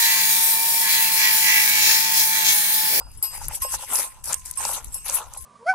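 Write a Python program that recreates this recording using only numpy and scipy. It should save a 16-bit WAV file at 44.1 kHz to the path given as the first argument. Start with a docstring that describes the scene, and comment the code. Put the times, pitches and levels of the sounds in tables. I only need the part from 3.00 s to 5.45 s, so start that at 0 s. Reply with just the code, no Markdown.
"""Outdoors, close to a phone: a stiff brush scrubs a chainsaw.
Dense noisy ticks make the bristle hiss, coarser ticks the rumble of the hollow housing.
Noise bursts are the brush head's knocks; decaying sines are thuds and the ringing clutch drum.
Filtered noise buffets the two microphones as light wind; a faint wavering hum joins midway."""
import sys
import numpy as np
from scipy import signal
from scipy.fft import rfft, irfft
from scipy.io import wavfile
from scipy.ndimage import uniform_filter1d

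SR = 44100
rng = np.random.default_rng(int(sys.argv[2]) if len(sys.argv) > 2 else 0)


def convert_level_to_amplitude(level_db):
    """Map a level in decibels to its linear amplitude factor."""
    exponent = np.asarray(level_db, float) / 20
    return 10 ** exponent


def transcribe(signal):
    """Save signal, clipped to [-1, 1], as a 16-bit WAV file at the path in sys.argv[1]."""
    frames = np.atleast_2d(signal).T
    limited = np.clip(frames, -1, 1)
    pcm = np.round(limited * 32767).astype(np.int16)
    wavfile.write(sys.argv[1], SR, pcm)


N = 108045


def curve(table, column):
    """One column of a time table, interpolated at every sample."""
    points = np.array(table, float)
    return np.interp(np.arange(N) / SR, points[:, 0], points[:, column])


def colour(x, table, unit=True):
    """Filter by (frequency [Hz], gain [dB]) points on a log frequency axis; rms 1 if unit."""
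    points = np.array(table, float)
    hz = np.arange(N // 2 + 1) * SR / N + 1
    gain_db = np.interp(np.log(hz), np.log(points[:, 0]), points[:, 1])
    y = irfft(rfft(x) * convert_level_to_amplitude(gain_db), N)
    return y / np.sqrt(np.mean(y ** 2)) if unit else y


# stereo width: (frequency [Hz], side minus mid [dB])
WIDTH = [(60, 7), (110, -14), (200, -39), (380, -9.5), (700, -6), (1290, -6.5), (2380, -7), (4400, 1.5),
         (8120, 0), (15000, 2)]


def spread(mid, side):
    """Left and right from a mid and an unrelated side signal."""
    side = colour(side, WIDTH, unit=False)
    return np.array([mid + side, mid - side])


def pan(db):
    """Left and right gains, db apart."""
    return convert_level_to_amplitude(np.array([db, -db]) / 2)


# clutch drum mode frequencies [Hz]: RIM_MODES of the rim, one long-ringing, the rest hub and sprocket
DRUM_HZ = [1056, 2606, 2808, 5410, 8119, 11758, 4926, 7644, 8648, 9322, 10140, 11050, 12650]
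# the same modes: (level [dB], t60 [s])
DRUM_MODES = [(-12, 0.29), (-36.5, 1.72), (-33, 2.3), (-18.5, 0.27), (-13, .55), (-11, 0.21), (-14.5, 0.71),
              (-11.5, 0.15), (-12, 0.2), (-18, 0.21), (-10, 0.1), (-8, 0.06), (-18, 0.077)]
# strikes: (time [s], rim [dB], hub [dB], favoured frequency [Hz], low modes [dB], long mode [dB],
# pan left minus right [dB]); negative time = already ringing
STRIKES = [(-.1, -25, -40, 4540, -30, -27, 0.5), (0.173, -44, -42, 10140, -60, -60, 15.5),
           (0.226, -16, -15.5, 12060, -25.5, -18.5, 5), (0.619, -10.5, -25.5, 10500, -13.5, -24.5, 0.5),
           (1.039, -46, -31.5, 8550, -28.5, -46, -12), (1.342, -39, -33.5, 8900, -33.5, -47, -12),
           (1.556, -50, -40, 10140, -50, -60, 13), (1.573, -22.5, -21.5, 8670, -18.5, -44, -7),
           (1.922, -36, -37, 7600, -48.5, -60, -8), (1.942, -20.5, -26.5, 10140, -32.5, -46, 1.5),
           (2.373, -38, -28, 10520, -31.5, -40.5, -0.5)]
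RIM_MODES, LOW_BELOW_HZ, LONGEST_T60_S = 6, 1500, 1.4
FAVOUR_DB, FAVOUR_SIGMA_OCT = 14, 0.082
DRUM_LAG_RAD, DRUM_RISE_CYCLES = 1.675, 5


def strike_gain_db(strike, mode, hz, t60_s):
    """A strike drives each mode group at its own level, most the modes its spot favours."""
    time_s, rim_db, hub_db, spot_hz, low_db, long_db, _ = strike
    if hz < LOW_BELOW_HZ:
        gain_db = low_db
    elif mode < RIM_MODES:
        gain_db = rim_db
    else:
        gain_db = long_db if mode == RIM_MODES else hub_db
    gain_db += FAVOUR_DB * np.exp(-0.5 * (np.log2(hz / spot_hz) / FAVOUR_SIGMA_OCT) ** 2)
    return gain_db + 60 * min(time_s, 0) / t60_s  # decay before the start


def drum():
    """Strikes push damped complex resonators, one per mode of the steel drum."""
    out = np.zeros((2, N))
    phases = rng.random((len(STRIKES), len(DRUM_MODES)))
    for mode, (hz, (mode_db, t60_s)) in enumerate(zip(DRUM_HZ, DRUM_MODES)):
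        t60_s = min(t60_s, LONGEST_T60_S)
        push = np.zeros((2, N), complex)
        for strike, phase in zip(STRIKES, phases[:, mode]):
            gain = convert_level_to_amplitude(strike_gain_db(strike, mode, hz, t60_s)) * pan(strike[-1])
            push[:, int(max(strike[0], 0) * SR)] += gain * np.exp(2j * np.pi * phase)
        turn = np.exp(2j * np.pi * hz / SR)
        decay = np.exp(-np.log(1000) / (t60_s * SR))
        ring = signal.lfilter([convert_level_to_amplitude(mode_db)], [1, -decay * turn], push)
        keep = np.exp(-hz / (DRUM_RISE_CYCLES * SR))  # swell over a few cycles
        ring = signal.lfilter([1 - keep], [1, -keep * turn], ring)
        lag_rad = DRUM_LAG_RAD * np.array([[0], [min(hz / LOW_BELOW_HZ, 1)]])  # right against left
        out += np.imag(ring * np.exp(1j * lag_rad))
    return out


LOUDEST_GRAIN_SPREADS = 3.38


def grains(rate_per_s, spread_db, tail_s):
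    """Two trains of random ticks with common times and sizes, each tick a short noisy tail."""
    loudness = np.minimum(rng.exponential(size=N), LOUDEST_GRAIN_SPREADS)
    size = (rng.random(N) < rate_per_s / SR) * convert_level_to_amplitude(spread_db * loudness)
    power = signal.lfilter([1], [1, -np.exp(-2 / (tail_s * SR))], size ** 2)
    return np.sqrt(power) * rng.standard_normal((2, N))


PATCHY_DB, PATCHES_PER_S = 5, 30  # dB per unit of the smoothed random walk


def patchy(x, lo_hz, hi_hz):
    """Third-octave bands flicker separately as different bristles catch; end bands take the rest."""
    third_octave = 3 * np.log2(np.arange(N // 2 + 1) * SR / N + 1)
    first, last = int(3 * np.log2(lo_hz)), int(3 * np.log2(hi_hz))
    hold = int(SR / PATCHES_PER_S)
    spectrum, out = rfft(x), 0
    for centre in range(first, last + 1):
        steps = np.repeat(rng.standard_normal(size=400), hold)
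        walk = uniform_filter1d(np.resize(steps, N), hold)
        weight = np.maximum(1 - abs(np.clip(third_octave, first, last) - centre), 0)
        out = out + convert_level_to_amplitude(PATCHY_DB * walk) * irfft(spectrum * weight, N)
    return out


# scrubbing strokes: (time [s], bristle hiss [dB], housing [dB])
SCRUB = [(0, -59.5, -33.5), (0.04, -69, -53.5), (0.1, -62, -56), (0.135, -57, -66), (0.215, -60, -61.5),
         (0.24, -36.5, -42.5), (0.3, -53.5, -64), (0.34, -40, -45), (0.38, -38, -51), (0.4, -48, -49),
         (0.44, -40, -45.5), (0.472, -45.5, -63), (0.5, -46, -40), (0.55, -36, -54.5), (0.575, -41, -60),
         (0.595, -53.5, -59.5), (0.63, -34, -47.5), (0.675, -48.5, -59), (0.72, -33.5, -43),
         (0.75, -27.5, -43.5), (0.775, -45.5, -53.5), (0.825, -36.5, -42.5), (0.87, -45.5, -61),
         (0.93, -32, -32.5), (0.975, -26.5, -40.5), (1.0, -23.5, -38), (1.05, -38.5, -43.5),
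         (1.1, -51.5, -56.5), (1.234, -63.5, -60), (1.241, -39, -52.5), (1.31, -30, -39),
         (1.345, -36.5, -42), (1.375, -50.5, -63), (1.44, -53, -62), (1.462, -37.5, -55),
         (1.55, -50, -64.5), (1.62, -29, -40.5), (1.72, -32.5, -38), (1.78, -35.5, -41.5), (1.82, -51, -52),
         (1.9, -54, -56), (1.945, -45, -58), (2.04, -52, -70), (2.065, -34, -41), (2.13, -31.5, -43),
         (2.195, -33, -36), (2.21, -46, -37.5), (2.3, -60.5, -52.5), (2.355, -47, -49), (2.385, -51, -68),
         (2.45, -46, -104)]
# spectra of bristle hiss, housing rumble, mid scratches: (frequency [Hz], density [dB per Hz])
BRISTLE = [(3000, -14), (4430, -7), (5500, -4), (6250, 2.5), (6800, -3), (8100, 5), (9500, -1.5),
           (10400, 6.5), (11300, 0), (14200, -10.5), (16000, -37)]
HOUSING = [(150, -25.5), (410, -16.5), (520, -3.5), (690, -6.5), (840, 3), (1000, 4), (1200, -3.5),
           (1400, -0.5), (1550, -11.5), (2200, -45)]
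MIDS = [(900, -14.5), (1400, 0), (2500, 5), (4000, -2.5), (4600, -20)]
# hiss balance: (frequency [Hz], left up and right down by [dB])
HISS_PAN = [(4500, -2), (13000, 4.5)]
MID_FOLLOWS_HISS, MID_DB = 0.6, -6.5  # share; the rest follows the housing


def scrub():
    """Bristle snaps in the treble, scratches in the middle, coarser bumps in the housing."""
    snaps = grains(rate_per_s=2600, spread_db=2.1, tail_s=0.002)
    bumps = grains(rate_per_s=460, spread_db=5, tail_s=0.014)
    scratches = grains(rate_per_s=550, spread_db=3.3, tail_s=0.003)
    hiss_db, housing_db = curve(SCRUB, 1), curve(SCRUB, 2)
    mid_db = MID_DB + MID_FOLLOWS_HISS * hiss_db + (1 - MID_FOLLOWS_HISS) * housing_db
    left, right = spread(*(colour(g, BRISTLE) for g in snaps)) * convert_level_to_amplitude(hiss_db)
    left = colour(left, HISS_PAN, unit=False)
    right = colour(right, np.array(HISS_PAN) * [1, -1], unit=False)
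    hiss = np.array([left, right])
    body = spread(*(colour(g, HOUSING) for g in bumps)) * convert_level_to_amplitude(housing_db)
    mids = spread(*(colour(g, MIDS) for g in scratches)) * convert_level_to_amplitude(mid_db)
    return patchy(hiss + mids, lo_hz=1500, hi_hz=13000) + body


# wind gusts: (time [s], level before WIND_LIFT_DB [dB])
WIND = [(0, -56.5), (.08, -48), (.12, -54), (.19, -43), (.23, -64), (.38, -48), (.42, -48.5), (.48, -37),
        (.56, -59), (.615, -46.5), (.67, -59.5), (.74, -47), (.85, -57.5), (1.0, -66), (1.24, -52.5),
        (1.74, -55.5), (1.82, -53), (1.87, -43), (1.95, -54), (2.36, -56.5), (2.42, -47.5), (2.45, -54.5)]
# spectra of wind and outdoor hiss: (frequency [Hz], density [dB per Hz])
WIND_COLOUR = [(10, -70), (15, 3.5), (59, -1.5), (94, -7), (230, -25.5), (450, -33.5), (900, -82)]
AIR = [(150, 4), (300, -8.5), (1400, -9), (1700, -5), (4500, -56), (10500, -30), (14500, -53)]
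WIND_LIFT_DB, WIND_PAN_DB, AIR_MID_RMS_DB = 8.5, 3.3, -66.5


def wind():
    """Low buffeting noise, unrelated at the two microphones, over a faint outdoor hiss."""
    gusts = np.array([colour(rng.standard_normal(N), WIND_COLOUR) for _ in range(2)])
    gusts *= convert_level_to_amplitude(curve(WIND, 1) + WIND_LIFT_DB) * pan(WIND_PAN_DB)[:, None]
    air = spread(*(colour(rng.standard_normal(N), AIR) for _ in range(2)))
    return gusts + convert_level_to_amplitude(AIR_MID_RMS_DB) * air


# dry knocks of the brush head: (time [s], peak before pan [dB], centre [Hz], pan left minus right [dB])
KNOCKS = [(.115, -35, 9300, 1), (0.226, -15, 11200, -10), (0.4832, -10.5, 11500, 12),
          (0.955, -12.5, 6900, -14), (0.9881, -7.5, 10000, 1.5), (1.2408, -20, 8350, -6),
          (1.2566, -22, 8000, -17), (1.326, -15, 7900, 13), (1.3302, -7, 7300, 8),
          (1.3424, -6, 8000, -12.5), (1.4527, -28, 11000, 5), (1.458, -21, 7840, 10),
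          (1.511, -13.5, 9500, 6), (1.538, -28, 5740, 5), (1.651, -10.5, 5770, 1), (1.8444, -20.5, 9150, 8),
          (1.9439, -19.5, 9100, 14), (2.082, -18.5, 9760, 12), (2.0882, -16.5, 9300, 3),
          (2.0973, -9.5, 6600, -4), (2.336, -23.5, 7850, -5)]
KNOCK_SIGMA_OCT, KNOCK_SKIRT_DB, KNOCK_SIDE = 0.35, -18.5, 0.6
KNOCK_RISE_S, KNOCK_HOLD_S, KNOCK_T60_S = 0.00027, 0.0012, 0.014


def knocks():
    """Edge knocks: short bursts of dense damped ringing around a centre pitch, with a broad skirt."""
    size = 4096
    out = np.zeros((2, N + size))
    t = np.arange(size) / SR
    hz = np.arange(size // 2 + 1) * SR / size + 1
    decay = np.exp(-np.log(1000) * np.maximum(t - KNOCK_HOLD_S, 0) / KNOCK_T60_S)
    env = decay * np.minimum(t / KNOCK_RISE_S, 1)
    for time_s, peak_db, centre_hz, pan_db in KNOCKS:
        shape = np.exp(-0.5 * (np.log2(hz / centre_hz) / KNOCK_SIGMA_OCT) ** 2)
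        shape += convert_level_to_amplitude(KNOCK_SKIRT_DB) * hz / (hz + 1500)
        mid, side = irfft(rfft(rng.standard_normal((2, size))) * shape, size)
        burst = (mid + KNOCK_SIDE * side * np.array([[1], [-1]])) * env
        burst /= np.abs(burst).max(axis=1, keepdims=True)
        start = int(time_s * SR)
        out[:, start:start + size] += convert_level_to_amplitude(peak_db) * pan(pan_db)[:, None] * burst
    return out[:, :N]


# hollow modes of the housing: (centre frequency [Hz], level [dB], t60 [s])
SHELL = [(511, -6, 0.11), (570, -0.5, 0.059), (828.5, -1.5, 0.063), (919, 5, 0.018), (1392, -8, 0.013)]
# thuds: (time [s], level before mode level and THUD_DB [dB], lift of modes under SHELL_LOW_HZ [dB])
THUDS = [(0.334, -38.5, -25), (0.35, -36, -22), (0.378, -37, -12), (0.414, -33, -15), (0.51, -32, -25),
         (0.532, -36.5, -3), (0.573, -39, -16), (0.647, -28.5, 2.5), (0.74, -22, -14.5), (0.792, -37, -9),
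         (0.836, -31, -12), (0.942, -31, -2.5), (0.991, -32, 3.5), (1.306, -31, -4), (1.604, -28.5, -28),
         (1.651, -22.5, -12.5), (1.692, -25, -6), (1.719, -31, -30), (1.954, -43.5, 0), (2.092, -29, -2.5),
         (2.185, -25, -13.5), (2.364, -36, -7.5)]
SHELL_LOW_HZ, THUD_PUSH_S, THUD_DB, DETUNE_SPAN = 700, 0.0016, -5, 0.075


def thuds():
    """The brush head bumps the housing with a short push; its hollow modes ring briefly."""
    size = 8192
    out, t = np.zeros(N + size), np.arange(size) / SR
    draws = rng.random((len(THUDS), len(SHELL), 2))
    for (time_s, thud_db, low_db), draw in zip(THUDS, draws):
        start = int(time_s * SR)
        for (hz, mode_db, t60_s), (detune, phase) in zip(SHELL, draw):
            env = (1 - np.exp(-t / THUD_PUSH_S)) * np.exp(-np.log(1000) * t / t60_s)
            mode_hz = hz * (1 + DETUNE_SPAN * (detune - 0.5))
            ring = np.sin(2 * np.pi * (mode_hz * t + phase)) * env / env.max()
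            gain_db = thud_db + mode_db + THUD_DB + low_db * (hz < SHELL_LOW_HZ)
            out[start:start + size] += convert_level_to_amplitude(gain_db) * ring
    return out[:N]


# faint hum: (start [s], end [s], frequency [Hz], level [dB], waver width [Hz])
HUM = 0.7, 1.56, 1017, -55.5, 9.5


def hum():
    """A faint sine near 1 kHz, its level and phase wavering with smoothed noise."""
    start_s, end_s, hz, db, width_hz = HUM
    t, smooth = np.arange(N) / SR, int(SR / width_hz)
    waver = uniform_filter1d(rng.standard_normal(N), smooth) * np.sqrt(smooth) * 0.5
    gate = np.clip(np.minimum(t - start_s, end_s - t) / 0.02, 0, 1)  # 20 ms fades
    return convert_level_to_amplitude(db) * gate * (1 + 0.5 * waver) * np.sin(2 * np.pi * hz * t + waver)


def scene():
    """Drum, brush, wind, knocks, thuds and hum."""
    return drum() + scrub() + wind() + knocks() + thuds() + hum()


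def roll_off(x):
    """The treble ends steeply here."""
    return signal.sosfilt(signal.butter(12, 16430, fs=SR, output="sos"), x)


# phone response: (frequency [Hz], gain [dB])
MIC = [(14300, -1.5), (14800, -47), (16200, -40), (16600, -70)]


def record(dry):
    """The phone loses the top of the spectrum."""
    mix = np.array([colour(channel, MIC, unit=False) for channel in dry])
    return roll_off(mix)


dry = scene()
out = record(dry)
transcribe(out)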